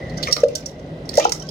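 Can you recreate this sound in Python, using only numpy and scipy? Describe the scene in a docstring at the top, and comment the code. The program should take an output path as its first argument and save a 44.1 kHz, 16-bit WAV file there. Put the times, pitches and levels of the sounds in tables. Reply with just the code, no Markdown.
"""An appliance drone of filtered noise lies under a small kitchen all the way; grains and a wet band trickle.
First, ladle ticks and funnel knocks (rattle-driven modes) lead to a plop (a swelling, rising sine) in the jar.
Two drips (clear sines) follow and the blows thin out; a denser burst of blows and plops comes past 1.1 s.
Ticks and drips close it. Thick sauce is being ladled through a plastic funnel into a glass jar."""
import sys
import numpy as np
from scipy import signal
from scipy.io import wavfile

SR = 44100
rng = np.random.default_rng(int(sys.argv[2]) if len(sys.argv) > 2 else 0)


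def int16_out(signal):
    """Quantize to a 16-bit WAV file."""
    q = np.round(np.clip(np.atleast_2d(signal).T, -1, 1) * 32767)
    wavfile.write(sys.argv[1], SR, q.astype(np.int16))


def volts(x):
    """Linear amplitude factor 10**(x/20) for a level x in dB, scalar or array-like."""
    e = np.asarray(x, float) / 20
    return 10 ** e


N = 66150


def rms_one(x):
    """Scale to rms 1."""
    return x / np.sqrt(np.mean(x ** 2) + 1e-20)


def peak_one(x):
    """Scale to peak 1."""
    return x / np.abs(x).max()


def in_time(rows):
    """Join curve rows by straight lines, one value per sample."""
    s, *columns = np.transpose(rows)
    return [np.interp(np.arange(N) / SR, s, c) for c in columns]


def at_hz(points, hz):
    """Read a curve over a log frequency axis."""
    f, value = np.transpose(points)
    return np.interp(np.log(hz), np.log(f), value)


def drift(rate_hz):
    """Slow random curve of rms 1: noise through two equal low-pass poles."""
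    step = 40  # samples per drift point
    r = np.exp(-2 * np.pi * step * rate_hz / SR)
    noise = rng.standard_normal(N // step + 2002)
    slow = signal.lfilter([1], [1, -2 * r, r * r], noise)[2000:]
    return np.interp(np.arange(N) / step, np.arange(len(slow)), rms_one(slow))


def ring(x, hz, t60_s):
    """Two-pole mode: a unit click sets a decaying sine of height 1 ringing."""
    r, w = volts(-60 / (t60_s * SR)), 2 * np.pi * hz / SR
    return signal.lfilter([0, np.sin(w)], [1, -2 * r * np.cos(w), r * r], x + 1e-18)


def resonance(x, hz, width_hz):
    """Band-pass with gain 1 on top."""
    r = np.exp(-np.pi * width_hz / SR)
    poles = [1, -2 * r * np.cos(2 * np.pi * hz / SR), r * r]
    return signal.lfilter((1 - r * r) / 2 * np.array([1, 0, -1]), poles, x)


def butter(x, order, hz, kind="low"):
    """Butterworth filter."""
    return signal.sosfilt(signal.butter(order, hz, kind, fs=SR, output="sos"), x)


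def panned(left_right_db):
    """Left and right gains."""
    return volts(np.array([[left_right_db / 2], [-left_right_db / 2]]))


def bands(spectrum, sources, patchy_db, likeness):
    """Third-octave bank fed in turn by two mid/side pairs, each band wandering in level; rms 1."""
    out, edges_hz = 0, 25 * 2 ** np.arange(0, 9.5, 1 / 3)
    for k, (low, high) in enumerate(zip(edges_hz, edges_hz[1:])):
        hz = np.sqrt(low * high)
        if hz < spectrum[0][0]:
            continue
        mid, side = butter(sources[k % 2], 2, [low, high], "band")
        alike = np.clip(at_hz(likeness, hz), -1, 1)
        stereo = np.sqrt(1 + alike) * mid + np.sqrt(1 - alike) * side * [[1], [-1]]
        out = out + volts(at_hz(spectrum, hz) + patchy_db * drift(14)) * stereo
    return rms_one(out)


def kitchen(x):
    """Room echo: eight feedback delays a side, duller on every round."""
    t60_s, wall_cut_hz = 0.26, 5950
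    out, dull = np.zeros((2, N)), np.exp(-2 * np.pi * wall_cut_hz / SR)
    for k, lag in enumerate((rng.uniform(.008, .03, 16) * SR).astype(int)):
        loop, gain, state = x.copy(), volts(-60 * lag / SR / t60_s), [0.]
        for i in range(lag, N, lag):
            back, state = signal.lfilter([gain * (1 - dull)], [1, -dull], loop[i - lag:i], zi=state)
            loop[i:i + lag] += back[:N - i]
        out[k % 2] += (loop - x) * (-1) ** (k // 2)
    return out


def drone():
    """Appliance rumble: shaped noise with two resonant bands."""
    # rumble spectrum: f/Hz, density/dB (relative)
    rumble_spectrum = [(25, -22), (55, 4.5), (92, 3), (160, 5.5), (210, 2.5), (335, -1), (463, 0.5),
                       (600, 2.5), (760, -11), (900, -16.5), (1050, -32), (1400, -16), (2000, -26),
                       (2760, -24), (4140, -28.5), (6300, -69), (7500, -61), (16000, -63.5)]
    # rumble course: t/s, level/dB
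    rumble_course = [(0, -31), (.25, -31), (.362, -33.5), (.496, -35.5), (.752, -36.5), (.948, -33.5),
                     (1.12, -32.5), (1.5, -35.5)]
    # resonant bands: f/Hz, width/Hz, level/dB at the mean of the course
    hum_bands = [(155.36, 4.2, -38.5), (273.5, 6.1, -45.5)]
    # left-right likeness: f/Hz, correlation
    ear_likeness = [(60, 0.97), (180, 1), (550, 0.94), (1650, -0.86), (4970, 0.54), (15000, 0.0)]
    level_db, = in_time(rumble_course)
    hums = 0
    for hz, width_hz, db in hum_bands:
        hums = hums + volts(db) * rms_one(resonance(rng.standard_normal(N), hz, width_hz))
    noise = bands(rumble_spectrum, rng.standard_normal((2, 2, N)), patchy_db=.6, likeness=ear_likeness)
    noise = butter(noise, 12, 6200)
    return volts(level_db) * noise + volts(level_db - level_db.mean()) * hums


def droplets():
    """Small drops land in clumps and ring briefly at 16 pitches over one and a half octaves; rms 1."""
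    median_per_s, clump_db, ring_cycles = 450, 5, 20
    chance = median_per_s * volts(clump_db * drift(35)) / SR
    size = volts(3.5 * np.minimum(rng.exponential(1, (2, N)), 4))
    clicks = (rng.random((2, N)) < chance) * size
    dealt = rng.integers(0, 16, (2, N))
    out = 0
    for k, hz in enumerate(np.geomspace(2300, 6400, 16)):
        out = out + ring(clicks * (dealt == k), hz, ring_cycles / hz)
    return rms_one(out)


def trickle():
    """Running sauce: random grains, ringing droplets and a wet noise band wandering in pitch."""
    # trickle course: t/s, fine patter level/dB, wet sliding level/dB
    course = [(0, -61, -41.5), (.154, -62, -45.5), (.24, -46.5, -45.5), (.3, -47.5, -38.5),
              (.408, -51.5, -47), (.476, -58.5, -56), (.65, -59, -61), (.76, -66, -56.5),
              (1.044, -72.5, -57.5), (1.132, -54, -49), (1.2, -34, -38), (1.27, -34.5, -60),
              (1.33, -64.5, -51), (1.5, -52, -69)]
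    # patter spectrum: f/Hz, density/dB (relative)
    patter_spectrum = [(2300, -28), (3400, 7), (4200, 2), (5500, 7.5), (6600, -28)]
    grains_per_s, drops_vs_patter_db = 1900, 2
    slide_hz, slide_wander_hz, slide_width_hz = 1995, 30, 170
    patter_db, slide_db = in_time(course)

    hit = rng.random((2, 2, N)) < grains_per_s / SR
    size = volts(2.8 * np.minimum(rng.exponential(1, (2, 2, N)), 3))
    grains = hit * size * rng.choice([-1, 1], (2, 2, N))
    patter = bands(patter_spectrum, grains, patchy_db=2, likeness=[(1000, .4), (10000, .2)])
    fine = volts(patter_db) * patter + volts(patter_db + drops_vs_patter_db) * droplets()

    turns = np.cumsum(slide_hz + slide_wander_hz * drift(9)) / SR
    # low-passed noise on two quadrature carriers makes a moving band
    a, b = butter(rng.standard_normal((2, N)), 2, slide_width_hz / 2)
    slide = a * np.cos(2 * np.pi * turns) + b * np.sin(2 * np.pi * turns)
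    return butter(fine, 12, 7200) + volts(slide_db + 0.3 * drift(37)) * rms_one(slide)


def drips():
    """Each drip in the jar is a short clear tone that swells and fades."""
    # single drips: t/s, level/dB, f/Hz, length/s
    drip_events = [(.508, -33, 483.6, 0.049), (0.548, -30, 607, 0.04), (1.417, -47, 1360, 0.018),
                   (1.42, -36.5, 3080, 0.012), (1.429, -48.5, 1108, 0.06), (1.432, -46, 1550, 0.051),
                   (1.487, -37.5, 3230, 0.0095)]
    out = np.zeros(N + SR)
    for s, db, hz, length_s in drip_events:
        t = np.arange(int(length_s * SR)) / SR
        swell = np.sin(np.pi * np.sqrt(t / length_s))
        out[int(s * SR):][:len(t)] += volts(db) * swell * np.sin(2 * np.pi * hz * t)
    return out[:N]


def blows(events, modes, crack_db, detune):
    """A short swelling rattle drives the modes near each contact's centre, plus a wide crack with a tail."""
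    crack_s, tail_db, tail_s = 0.003, -12, 0.025
    out, t = np.zeros((2, N + SR)), np.arange(6000) / SR
    for s, db, centre_hz, contact_s, width_oct, *pan_db in events:
        noise = rng.standard_normal((4, len(t)))
        shift = 1 + detune * rng.standard_normal(len(modes))
        rattle = noise[0] * t * np.exp(-t / max(contact_s, 2e-4))
        wave = 0
        for (hz, mode_db, t60_s), k in zip(modes, shift):
            off_centre_db = min(6 * (np.log2(hz / centre_hz) / width_oct) ** 2, 24)
            wave = wave + volts(mode_db - off_centre_db) * peak_one(ring(rattle, hz * k, t60_s))
        decay = np.exp(-t / crack_s) + volts(tail_db) * np.exp(-t / tail_s)
        # one noise common to both sides, a stronger one for each
        crack = (noise[1] + 5.2 * noise[2:]) * (1 - np.exp(-t / contact_s)) * decay
        both = panned(sum(pan_db)) * peak_one(wave) + volts(crack_db) * crack
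        i = int(s * SR)
        out[:, i:i + len(t)] += volts(db) * butter(both, 3, 0.64 * centre_hz, "high")
    return out[:, :N]


def knocks():
    """Duller knocks on the funnel: low modes, faint crack, each with its own pan."""
    # knocks: t/s, level/dB, centre f/Hz, contact/s, width/octave, left-right/dB
    knock_events = [(.183, -26, 1560, 0.0011, 0.076, -3), (.2714, -9.5, 2104, 0.0016, 0.15, 2),
                    (.285, -30, 1210, 0.0035, 0.078, 17), (.3656, -11, 2150, 0.00086, 0.1, -5),
                    (.375, -25, 1210, 0.002, 0.062, 9), (.4354, -32, 1445, 0.0029, .2, -9),
                    (.487, -37, 2550, 0.00096, 0.12, -13), (.5536, -31, 1560, 0.00051, .1, -2),
                    (1.1318, -26, 1850, 0.00097, 0.16, 1), (1.1717, -28, 1850, 0.0033, 0.22, -22),
                    (1.1972, -9.5, 1850, 0.0012, 0.063, -11), (1.2, -13.5, 2390, 0.0033, .15, 5.5),
                    (1.22, -23, 2980, 0.0073, 0.077, 1), (1.2396, -17, 2730, 0.0017, 0.12, 2),
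                    (1.253, -23, 2430, 0.00055, 0.54, -11.5), (1.292, -26.5, 2690, 0.0021, 0.081, -5),
                    (1.3209, -17.5, 2070, 0.00046, 0.091, -6), (1.321, -27.5, 1416, 0.00072, 0.054, 23)]
    # funnel modes: f/Hz, level/dB, t60/s
    knock_modes = [(1013, 18.5, 0.07), (1210, 18, 0.08), (1330, 24, 0.016), (1560, 0.5, 0.14),
                   (1850, 2, 0.045), (2048, 2, 0.045), (2150, -10.5, 0.097), (2390, 2.5, 0.038),
                   (2690, 4, 0.056), (3070, 13, 0.079)]
    return blows(knock_events, knock_modes, crack_db=-52, detune=.0075)


def ticks():
    """Bright splats and ticks: high modes, detuned on every wet contact, stronger on the right."""
    # ticks: t/s, level/dB, centre f/Hz, contact/s, width/octave
    tick_events = [(0.0946, -38.5, 4460, 0.0024, 0.092), (0.169, -34, 5000, 0.0052, 0.095),
                   (0.174, -32.5, 6000, 0.0037, 0.077), (0.2267, -18.5, 4270, 0.0027, 0.093),
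                   (0.2314, -17.5, 3800, 0.0038, 0.3), (0.2425, -26, 3580, 0.0017, 0.12),
                   (0.2678, -30.5, 5650, 0.0037, 0.15), (0.2804, -27.5, 5500, 0.0045, 0.078),
                   (0.3104, -19, 4990, 0.0033, 0.3), (0.3234, -5, 5640, 0.0036, 0.067),
                   (0.3255, -12.5, 4130, 0.0031, 0.051), (0.3631, -16, 4330, 0.0018, 0.22),
                   (0.4021, -28.5, 5930, 0.0015, 0.09), (0.4334, -29, 3680, 0.004, 0.98),
                   (0.4827, -30, 5600, 0.0013, 0.68), (0.5512, -13, 6360, 0.003, 0.98),
                   (0.6581, -22.5, 5880, 0.0027, 0.19), (0.6938, -38.5, 4240, 0.00072, 0.37),
                   (0.7924, -47, 5600, 0.0026, 0.34), (1.053, -45, 5800, 0.004, 0.15),
                   (1.0902, -22.5, 4720, 0.0014, 0.14), (1.1385, -22.5, 5160, 0.0018, 0.24),
                   (1.1534, -20.5, 5500, 0.00066, 0.32), (1.1713, -13, 6200, 0.0014, 0.68),
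                   (1.18, -12, 5650, 0.0037, 0.65), (1.1956, -13, 6500, 0.0019, 0.18),
                   (1.2223, -33, 6000, 0.0035, 0.08), (1.2452, -18.5, 5840, 0.0019, 0.083),
                   (1.253, -31, 5370, 0.003, 0.098), (1.293, -18, 5700, 0.00085, 0.83),
                   (1.3195, -10, 5970, 0.0019, 0.35), (1.3311, -24, 5960, 0.00096, 0.21),
                   (1.3603, -32, 5500, 0.00079, 0.24), (1.3954, -30, 5850, 0.0043, 0.044),
                   (1.421, -34, 5800, 0.0022, 0.12), (1.4671, -45, 4780, 0.002, 0.9),
                   (1.488, -26, 5200, 0.0016, 0.067)]
    # bright modes: f/Hz, level/dB, t60/s
    tick_modes = [(3100, -3, .025), (3550, -3, .02), (3900, -2, .025), (4300, -1, .03), (4720, -1, .015),
                  (5150, -1, .015), (5400, 0, .02), (5730, -1, .018), (6140, -1, .02), (6600, -2, .012),
                  (7150, -5, .012), (8100, -10, .01), (9400, -12, .01), (11500, -14, .015)]
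    return panned(-6.5) * blows(tick_events, tick_modes, crack_db=-26, detune=.015)


def plops():
    """An air pocket trapped by a lump rings a few cycles, rising; weaker, higher swells follow."""
    # plops: t/s, level/dB, f/Hz, length/s, right port lag/s
    plop_events = [(0.28, -22.5, 1210, 0.0077, 0.00025), (0.281, -22, 517, 0.018, 0.000076),
                   (.365, -15, 1288, 0.0041, 0.00023), (.366, -19, 570, 0.0076, 0.000057),
                   (0.4325, 3, 530, 0.012, 0.00009), (1.1767, 3.5, 576, 0.01, 0.00018),
                   (1.183, 0, 820, 0.0075, 0.00042), (1.173, -26, 314.6, 0.019, 0.00012),
                   (1.251, 2.5, 826, 0.00786, 0.00038), (1.2511, -9.5, 944, 0.012, 0.00024),
                   (1.2511, -13.5, 468, 0.012, 0.000049), (1.252, -9, 1330, 0.0083, 0.00025)]
    # later swells: delay/s, level/dB, length ratio
    later_swells = [(.009, -9, 1.1), (.017, -8, 1.2), (.026, -13.5, 1.4), (.040, -16.5, 1.4),
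                    (.047, -25, 1.2), (.062, -34, 1.5), (.085, -37, 2.5)]
    rise_share, climb_per_s = 0.018, 1.1  # pitch rise within a swell; from swell to swell
    fade_db_per_oct_s, jar_hz = 591, 530  # higher pops die away faster
    out = np.zeros((2, N + SR))
    for s, db, first_hz, length_s, lag_s in plop_events:
        fade_db_per_s = fade_db_per_oct_s * np.log2(first_hz / jar_hz)
        for delay_s, swell_db, smear in [(0.00044, 0.011, 0.96)] + later_swells:
            span_s, hz = length_s * smear, first_hz * (1 + climb_per_s * delay_s)
            t = np.arange(int((span_s + .002) * SR)) / SR - [[0], [max(lag_s, 0)]]
            t = np.clip(t, 0, span_s)
            swell = np.abs(np.sin(np.pi * t / span_s)) ** (3 / 2)
            cycles = hz * t * (1 - rise_share / 2 + rise_share * t / (2 * span_s))
            i = int((s + delay_s) * SR)
            gain = volts(db + swell_db - delay_s * fade_db_per_s)
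            out[:, i:i + t.shape[1]] += gain * swell * np.sin(2 * np.pi * cycles)
    return out[:, :N]


def scene():
    """Sum the sources and the room; sounds at the funnel reach the right port a little later."""
    right_lag_s, hits_wet_db, plops_wet_db = 0.0004442, -14, -18.5
    low = plops()
    hits = ticks() + knocks()
    late = np.interp(np.arange(N) - right_lag_s * SR, np.arange(N), hits[1])
    wet = kitchen(volts(hits_wet_db) * hits.mean(axis=0) + volts(plops_wet_db) * low.mean(axis=0))
    return low + np.array([hits[0], late]) + wet + trickle() + drips() + drone()


def limiter(x):
    """Loud moments pull the gain down; it recovers at a steady rate in dB."""
    threshold_db, share, release_db_per_s, attack_s = -12.5, 0.45, 103, 0.0063
    over_db = np.maximum(20 * np.log10(np.abs(x).max(axis=0) + 1e-9) - threshold_db, 0)
    ramp_db = release_db_per_s * np.arange(N) / SR
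    held_db = np.maximum.accumulate(share * over_db + ramp_db) - ramp_db
    r = np.exp(-1 / (attack_s * SR))
    return x * volts(-signal.lfilter([1 - r], [1, -r], held_db))


def low_pass(x):
    """Removes everything above the highest recorded frequency."""
    return signal.sosfilt(signal.butter(12, 16730, fs=SR, output="sos"), x)


def record(dry):
    """Each microphone port has a resonance, both a dip; gain is limited, the top is cut, peaks clip."""
    ports = [(8600, 2500, 7), (5600, 2200, 8)]  # left, right: f/Hz, width/Hz, level/dB
    dip_hz, dip_width_hz, dip_db = 10280, 500, -19
    x = np.array([v + (volts(db) - 1) * resonance(v, hz, width_hz)
                  for v, (hz, width_hz, db) in zip(dry, ports)])
    x = x + (volts(dip_db) - 1) * resonance(x, dip_hz, dip_width_hz)
    x = signal.sosfilt(signal.cheby2(10, 30, 16300, fs=SR, output="sos"), limiter(x))
    return low_pass(np.clip(x, -0.94, 0.94))


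dry = scene()
out = record(dry)
int16_out(out)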